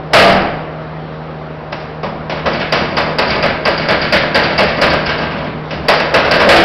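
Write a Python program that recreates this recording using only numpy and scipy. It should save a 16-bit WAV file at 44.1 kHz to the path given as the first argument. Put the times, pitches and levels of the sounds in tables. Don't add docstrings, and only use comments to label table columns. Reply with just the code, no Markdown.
import sys
import numpy as np
from scipy import signal
from scipy.fft import irfft
from scipy.io import wavfile
from scipy.ndimage import uniform_filter1d

SR = 44100
rng = np.random.default_rng(int(sys.argv[2]) if len(sys.argv) > 2 else 0)


def wrap_up_sound(samples):
    columns = np.atleast_2d(samples).T
    tamed = np.clip(columns, -1, 1)
    steps = np.round(tamed * 32767).astype(np.int16)
    wavfile.write(sys.argv[1], SR, steps)


def makeup_ratio(level_db):
    decades = np.asarray(level_db, float) / 20
    return 10 ** decades


N = 292824
RING = 20480

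# start_s, force_db, latch_side_db, grip_db
KNOCKS = [
    (.134, 5, 7.5, 9),
    (1.7225, -17.5, 4, 19.5),
    (2.0313, -12.5, -2, 11.5),
    (2.2963, -15.5, 4.5, -1.5),
    (2.4575, -9, 3.5, 9),
    (5.7075, -21, 9, 9),
    (6.1403, -4.5, 6.5, 5),
    (6.4003, -5.5, 6.5, 1.5),
    (6.489, 4, 6.5, 15.5),
]


def evened(x):
    return x / np.sqrt(np.mean(x ** 2, axis=-1, keepdims=True) + 1e-20)


def read(points, hz):
    f, value = np.transpose(points)
    return np.interp(np.log(hz + 1), np.log(f + 1), value)


def slow(rate_hz, count):
    t = np.arange(0, N + 512, 256) / SR
    f = np.geomspace(rate_hz / 20, rate_hz, num=16)[:, None, None]
    phase_turns = rng.random((16, count, 1))
    waves = np.sin(2 * np.pi * (f * t + phase_turns)) / np.sqrt(f)
    return evened(np.sum(waves, axis=0))


def contact(rows, bin_db, bin_follow, bolt_db, bolt_follow):
    s, lid, side, grip = np.transpose(rows)
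    latch = lid + side
    return np.transpose([s, latch, lid, bin_db + bin_follow * lid, bolt_db + bolt_follow * latch, grip])


def contacts():
    # start_s, force_db, grip_db
    tugs = [(2.7235, -8, 8.5), (2.968, -9.5, 7.5), (3.185, -9, 3), (3.4249, -9.5, -6), (3.653, -8.5, 2),
            (3.8861, -8, -3.5), (4.1242, -5, -4.5), (4.346, -6, -4.5), (4.5786, -7.5, -4.5),
            (4.814, -5.5, -4), (5.884, -1.5, 11.5), (6.3112, -5.5, -2)]
    # start_s, force_db, latch_side_db
    bounces = [
        (.1898, -13.5, 15),
        (.2482, -20, 7),
        (.2793, -26, 15),
        (.3244, -20, 4),
        (.365, -40, 12),
        (.4197, -35, 2),
        (6.5606, -7, 13),
    ]
    # start_s, force_db, latch_side_db
    clicks = [(2.533, -16, 5), (2.9133, -19, -1), (3.2785, -16.5, 4), (3.3032, -21, 14),
              (3.777, -20.5, 9.5), (4.0159, -18, 12.5), (4.2194, -15.5, -5), (4.4357, -16.5, 9),
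              (4.7705, -15.5, -0.5), (4.9011, -24, 15), (5.057, -24, 14.5), (5.18, -14.5, 2.5),
              (5.7384, -22, -3)]
    # start_s, force_db, latch_side_db, grip_db
    settles = [(1.797, -34, 9, 0), (1.8478, -45, -7, -1), (2.1384, -22, -25, -12), (2.3649, -22.5, 2.5, 4),
               (2.5969, -21, 11, -2), (2.7897, -16, 2, -11), (2.8177, -20, 3, 8), (3.0594, -16, -11, 5),
               (3.3596, -13, -2, -5), (3.8095, -16, 6.5, -18), (4.4992, -17, 5.5, -9),
               (4.6833, -23.5, 13.5, 6), (4.9292, -15.5, 4.5, 10), (5.0894, -15.5, 8.5, 8),
               (5.2145, -17.5, 4.5, 2), (5.3091, -18, 5.5, -20), (5.3693, -20, 1.5, -16),
               (5.4351, -18, 4, -25.5), (5.8374, -21, -1, -13), (5.9993, -14.5, 8, 6),
               (6.2476, -13, 5, 3.5), (6.4601, -8.5, -14, -7)]

    tugs = np.insert(tugs, obj=2, values=6, axis=1)
    bounces = np.insert(bounces, obj=3, values=16.5, axis=1)
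    clicks = np.insert(clicks, obj=3, values=-5.5, axis=1)
    rows = np.vstack([
        contact(tugs, bin_db=-10, bin_follow=0.71, bolt_db=-10.5, bolt_follow=1.0),
        contact(KNOCKS, bin_db=-9, bin_follow=0.55, bolt_db=-37, bolt_follow=0.69),
        contact(bounces, bin_db=-7.5, bin_follow=0.44, bolt_db=-15.5, bolt_follow=0.45),
        contact(clicks, bin_db=-13.5, bin_follow=0.24, bolt_db=-7.5, bolt_follow=0.97),
        contact(settles, bin_db=-4.5, bin_follow=1.0, bolt_db=-29.5, bolt_follow=1.0)])
    return rows[np.argsort(rows[:, 0])]


def part(clear, lo_hz, hi_hz, count):
    # freq_hz, level_db
    crowd_levels = [(50, -19.5), (150, -7), (400, -11), (600, -1), (900, -15), (1300, -13), (2500, -16),
                    (3700, -22), (4400, -24), (4850, -18), (5300, -16.5), (6500, -24.5)]
    # freq_hz, t60_s
    crowd_decays = [(60, 0.24), (300, 0.42), (700, 0.25), (1500, 0.65), (3000, 0.43), (4300, 0.46),
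                    (4850, 0.18), (6000, 0.096)]

    crowd_hz = np.linspace(lo_hz, hi_hz, count) + rng.uniform(-3, 2.84, count)
    crowd = np.transpose([crowd_hz, read(crowd_levels, crowd_hz), read(crowd_decays, crowd_hz)])
    hz, db, t60_s = np.vstack([clear, crowd]).T
    f = np.fft.rfftfreq(RING, 1 / SR)[:RING // 6]
    modes = 1 / (np.log(1000) / t60_s[:, None] + 2j * np.pi * (f - hz[:, None]))
    spread, turn = rng.random((len(contacts()), len(hz), 2)).transpose(2, 0, 1)
    strengths = makeup_ratio(db + 6.7 * (spread - 0.5)) * np.exp(2j * np.pi * turn)
    rings = irfft(strengths @ modes, RING)
    return rings / np.sqrt(np.mean(rings[:, :1500] ** 2, axis=1, keepdims=True))


def blows():
    # freq_hz, level_db, t60_s
    bolt_modes = [(4600, 1.8, 0.089), (4770, 14, 0.033), (4880, 2.5, 0.013), (4980, 4.2, 0.026),
                  (5140, 4, 0.048)]
    # freq_hz, level_db, t60_s
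    latch_modes = [(1579, -1.5, 0.73), (1660, -4.5, 0.98), (1958, 3.5, 0.2), (2238, 1, 0.4),
                   (2320, -14.5, .3), (2647, 2.5, 0.19), (2917, -4, 0.41), (3107, -9.5, 0.37)]
    # freq_hz, level_db, t60_s
    lid_modes = [(423.7, -13, 1), (462, -3.5, 0.2), (527.3, -10, 1), (562, 0.5, 1), (603, -1, 0.95),
                 (643.5, -1, 0.36), (669.5, -2, 0.8), (754, -3.5, 0.31), (854, 3, 0.32), (979.5, -3, 0.88),
                 (1082, 2, 0.21), (1222, -1.5, 0.35)]
    # freq_hz, level_db, t60_s
    bin_modes = [(73.1, -3, 0.53), (135.6, -8.5, 0.5), (196.6, 1, 0.78), (230.4, 0, 0.58), (256, -7, 0.9),
                 (337.5, -4, 0.94)]

    s, latch_db, lid_db, bin_db, bolt_db, grip_db = contacts().T[:, :, None]
    t = np.arange(RING) / SR
    onset_s = t * makeup_ratio(0.72 * np.minimum(grip_db, 5))
    bolt = makeup_ratio(bolt_db - 3.0) * part(bolt_modes, 4500, 4100, count=16)
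    bolt *= 1 - np.exp(-onset_s / 0.0032)
    latch = makeup_ratio(latch_db - 10) * part(latch_modes, 1300, 6300, count=900)
    latch *= 1 - np.exp(-onset_s / 0.0047)
    lid = makeup_ratio(lid_db - 0.86) * part(lid_modes, 402.5, 1300, count=150)
    lid *= 1 - np.exp(-onset_s / 0.0098)
    walls = makeup_ratio(bin_db - 1.5) * part(bin_modes, 35.0, 402.1, count=60)
    walls *= 1 - np.exp(-t / 0.021)

    flutter = evened(uniform_filter1d(rng.standard_normal((len(s), RING)), size=300, axis=1))
    fade = makeup_ratio(1.55 * flutter - 25.2 * makeup_ratio(grip_db) * t)
    fade *= np.hanning(2 * RING)[RING:] ** 0.5
    fade *= np.minimum(t / 0.0031, 1) ** 1.2
    rings = (bolt + latch + lid + walls) * fade

    out = np.zeros(N + RING)
    starts = np.round((s[:, 0] - 0.0022) * SR).astype(int)
    for start, ring in zip(starts, rings):
        out[start:start + RING] += ring
    return out[:N]


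def slam():
    # freq_hz, first_drop_db, last_drop_db, t60_s, rise_s
    panel_modes = [(191, 2, -1.5, 0.61, 0.12), (333.7, -10.5, -2.5, 0.98, 0.052),
                   (497, 5, 3.5, 0.09, 0.0062), (586, 0.5, -20.5, 0.42, 0.052), (678, 6, -2, 0.49, 0.0063),
                   (737, -21, -0.5, 0.49, 0.03), (1207, 1.5, -2.5, 0.41, 0.038)]

    hz, first_db, last_db, t60_s, rise_s = np.transpose(panel_modes)[:, :, None]
    t = np.arange(SR // 2 + SR // 4) / SR
    out = np.zeros(N + SR)
    for start_s, db in ((KNOCKS[0][0], first_db), (KNOCKS[-1][0], last_db)):
        settling = (t / t60_s) ** 2
        swell = makeup_ratio(db - 60 * settling) * (1 - np.exp(-t / rise_s))
        rings = swell * np.sin(2 * np.pi * hz * t)
        out[round(start_s * SR):][:len(t)] += rings.sum(0)
    return out[:N]


def scrapes():
    # end_s, length_s, level_db, freq_hz
    slides = [
        (0.13, 0.028, -20.5, 600),
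        (1.83, .04, -45, 4000),
        (2.455, .02, -26.5, 900),
        (5.705, .09, -39, 3500),
        (6.138, .04, -19, 700),
    ]
    slips_per_s = 3100

    slips = (rng.random(N) < slips_per_s / SR) * rng.standard_normal(N)
    t = np.arange(N) / SR
    out = np.zeros(N)
    for end_s, length_s, db, hz in slides:
        bandpass = signal.butter(2, [hz / 2.3, hz * 1.3], "band", fs=SR, output="sos")
        band = evened(signal.sosfilt(bandpass, slips))
        u = np.clip((t - end_s) / length_s + 1, 0, None)
        growth = np.minimum(u, 1) ** 0.59
        decay = makeup_ratio(-40 * np.maximum(u - 1, 0))
        out += makeup_ratio(db) * band * growth * decay
    return out


def thuds():
    # start_s, freq_hz, level_db, length_s
    rocks = [
        (2.406, 70.8, -27.5, .12),
        (4.629, 74, -25, 0.096),
        (5.704, 74.5, -24, 0.18),
    ]

    s, hz, db, length_s = np.transpose(rocks)[:, :, None]
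    t = np.arange(N) / SR - s
    swell = np.sin(np.pi * np.clip(t / length_s, 0, 1)) ** 2
    return np.sum(makeup_ratio(db) * swell * np.sin(2 * np.pi * hz * t), axis=0)


def hall(x):
    # freq_hz, t60_s
    hall_decays = [(120, 0.86), (400, 1), (1000, 1), (2500, 0.87), (6000, 0.53)]

    hz, t, z = signal.stft(x, SR, nperseg=512, noverlap=384)
    fed = uniform_filter1d(abs(z) ** 2, size=3, axis=0)
    fed = np.pad(fed, ((0, 0), (7, 0)))[:, :len(t)]
    keep = makeup_ratio(-120 * t[1] / read(hall_decays, hz))
    stored = np.array([signal.lfilter([1 - k], [1, -k], row) for k, row in zip(keep, fed)])
    a, b = rng.standard_normal((len(t), len(hz), 2)).T
    field = np.sqrt(abs(stored)) * (a + 1j * b)
    return np.sqrt(2) * signal.istft(field, SR, nperseg=512, noverlap=384)[1][:N]


def fan():
    # freq_hz, level_db
    orders = [(59.7, -47), (77.9, -41.5), (156.1, -29.5), (233.9, -42), (468.3, -41.5), (552, -45.5),
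              (630, -40), (704, -45.5), (764.4, -43)]

    hz, db = np.transpose(orders)[:, :, None]
    steps = np.arange(N) / 256

    def wander(rate_hz):
        curves = slow(rate_hz, count=len(hz))
        return np.array([np.interp(steps, np.arange(len(c)), c) for c in curves])

    levels = wander(8)
    drifts = wander(5)
    turns = np.cumsum(hz * (1 + 0.00555 * drifts), axis=1) / SR
    waver_db = np.clip(hz / 200, 1, 3) * levels
    return np.sum(np.sqrt(2) * makeup_ratio(db + waver_db) * np.sin(2 * np.pi * turns), axis=0)


def air():
    # freq_hz, level_db
    wash_spectrum = [(15, -29), (30, -23), (50, -32), (75, -27.5), (110, -12.5), (250, -10.5), (500, -10.5),
                     (800, -13.5), (1200, -15.5), (2000, -23.5), (3500, -33), (5200, -38.5), (7000, -46)]

    swell = slow(6.4, count=1)
    hz = np.fft.rfftfreq(1024, 1 / SR)
    a, b, patches = rng.standard_normal((swell.shape[1], 513, 3)).T
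    patches = uniform_filter1d(patches, size=10, axis=0)
    patches = evened(uniform_filter1d(patches, size=12, axis=1))
    level_db = read(wash_spectrum, hz)[:, None] + 1.2 * patches + 0.2 * swell
    wash = signal.istft((a + 1j * b) * makeup_ratio(level_db), nperseg=1024, noverlap=768)[1]
    return makeup_ratio(-28.77) * evened(np.resize(wash, N))


def scene():
    steel = blows() + makeup_ratio(-10) * slam()
    mix = steel + makeup_ratio(-4) * hall(steel) + thuds() + air() + fan() + scrapes()
    return mix[None]


def band_limit(x):
    return signal.sosfilt(signal.butter(12, 15870, fs=SR, output="sos"), x)


def record(dry):
    mic_hz, edge_hz = 5180, 6090
    preamp, clip, offset = 0.73, 0.73, -0.0025
    saturated = np.clip(dry, -preamp, preamp)
    dull = signal.sosfilt(signal.butter(8, mic_hz, fs=SR, output="sos"), saturated)
    edge = signal.firwin(255, edge_hz, window=("kaiser", 9), fs=SR)
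    dull = signal.oaconvolve(dull, edge[None], "same")
    clipped = np.clip(dull + offset, -clip, clip)
    return band_limit(clipped)


dry = scene()
out = record(dry)
wrap_up_sound(out)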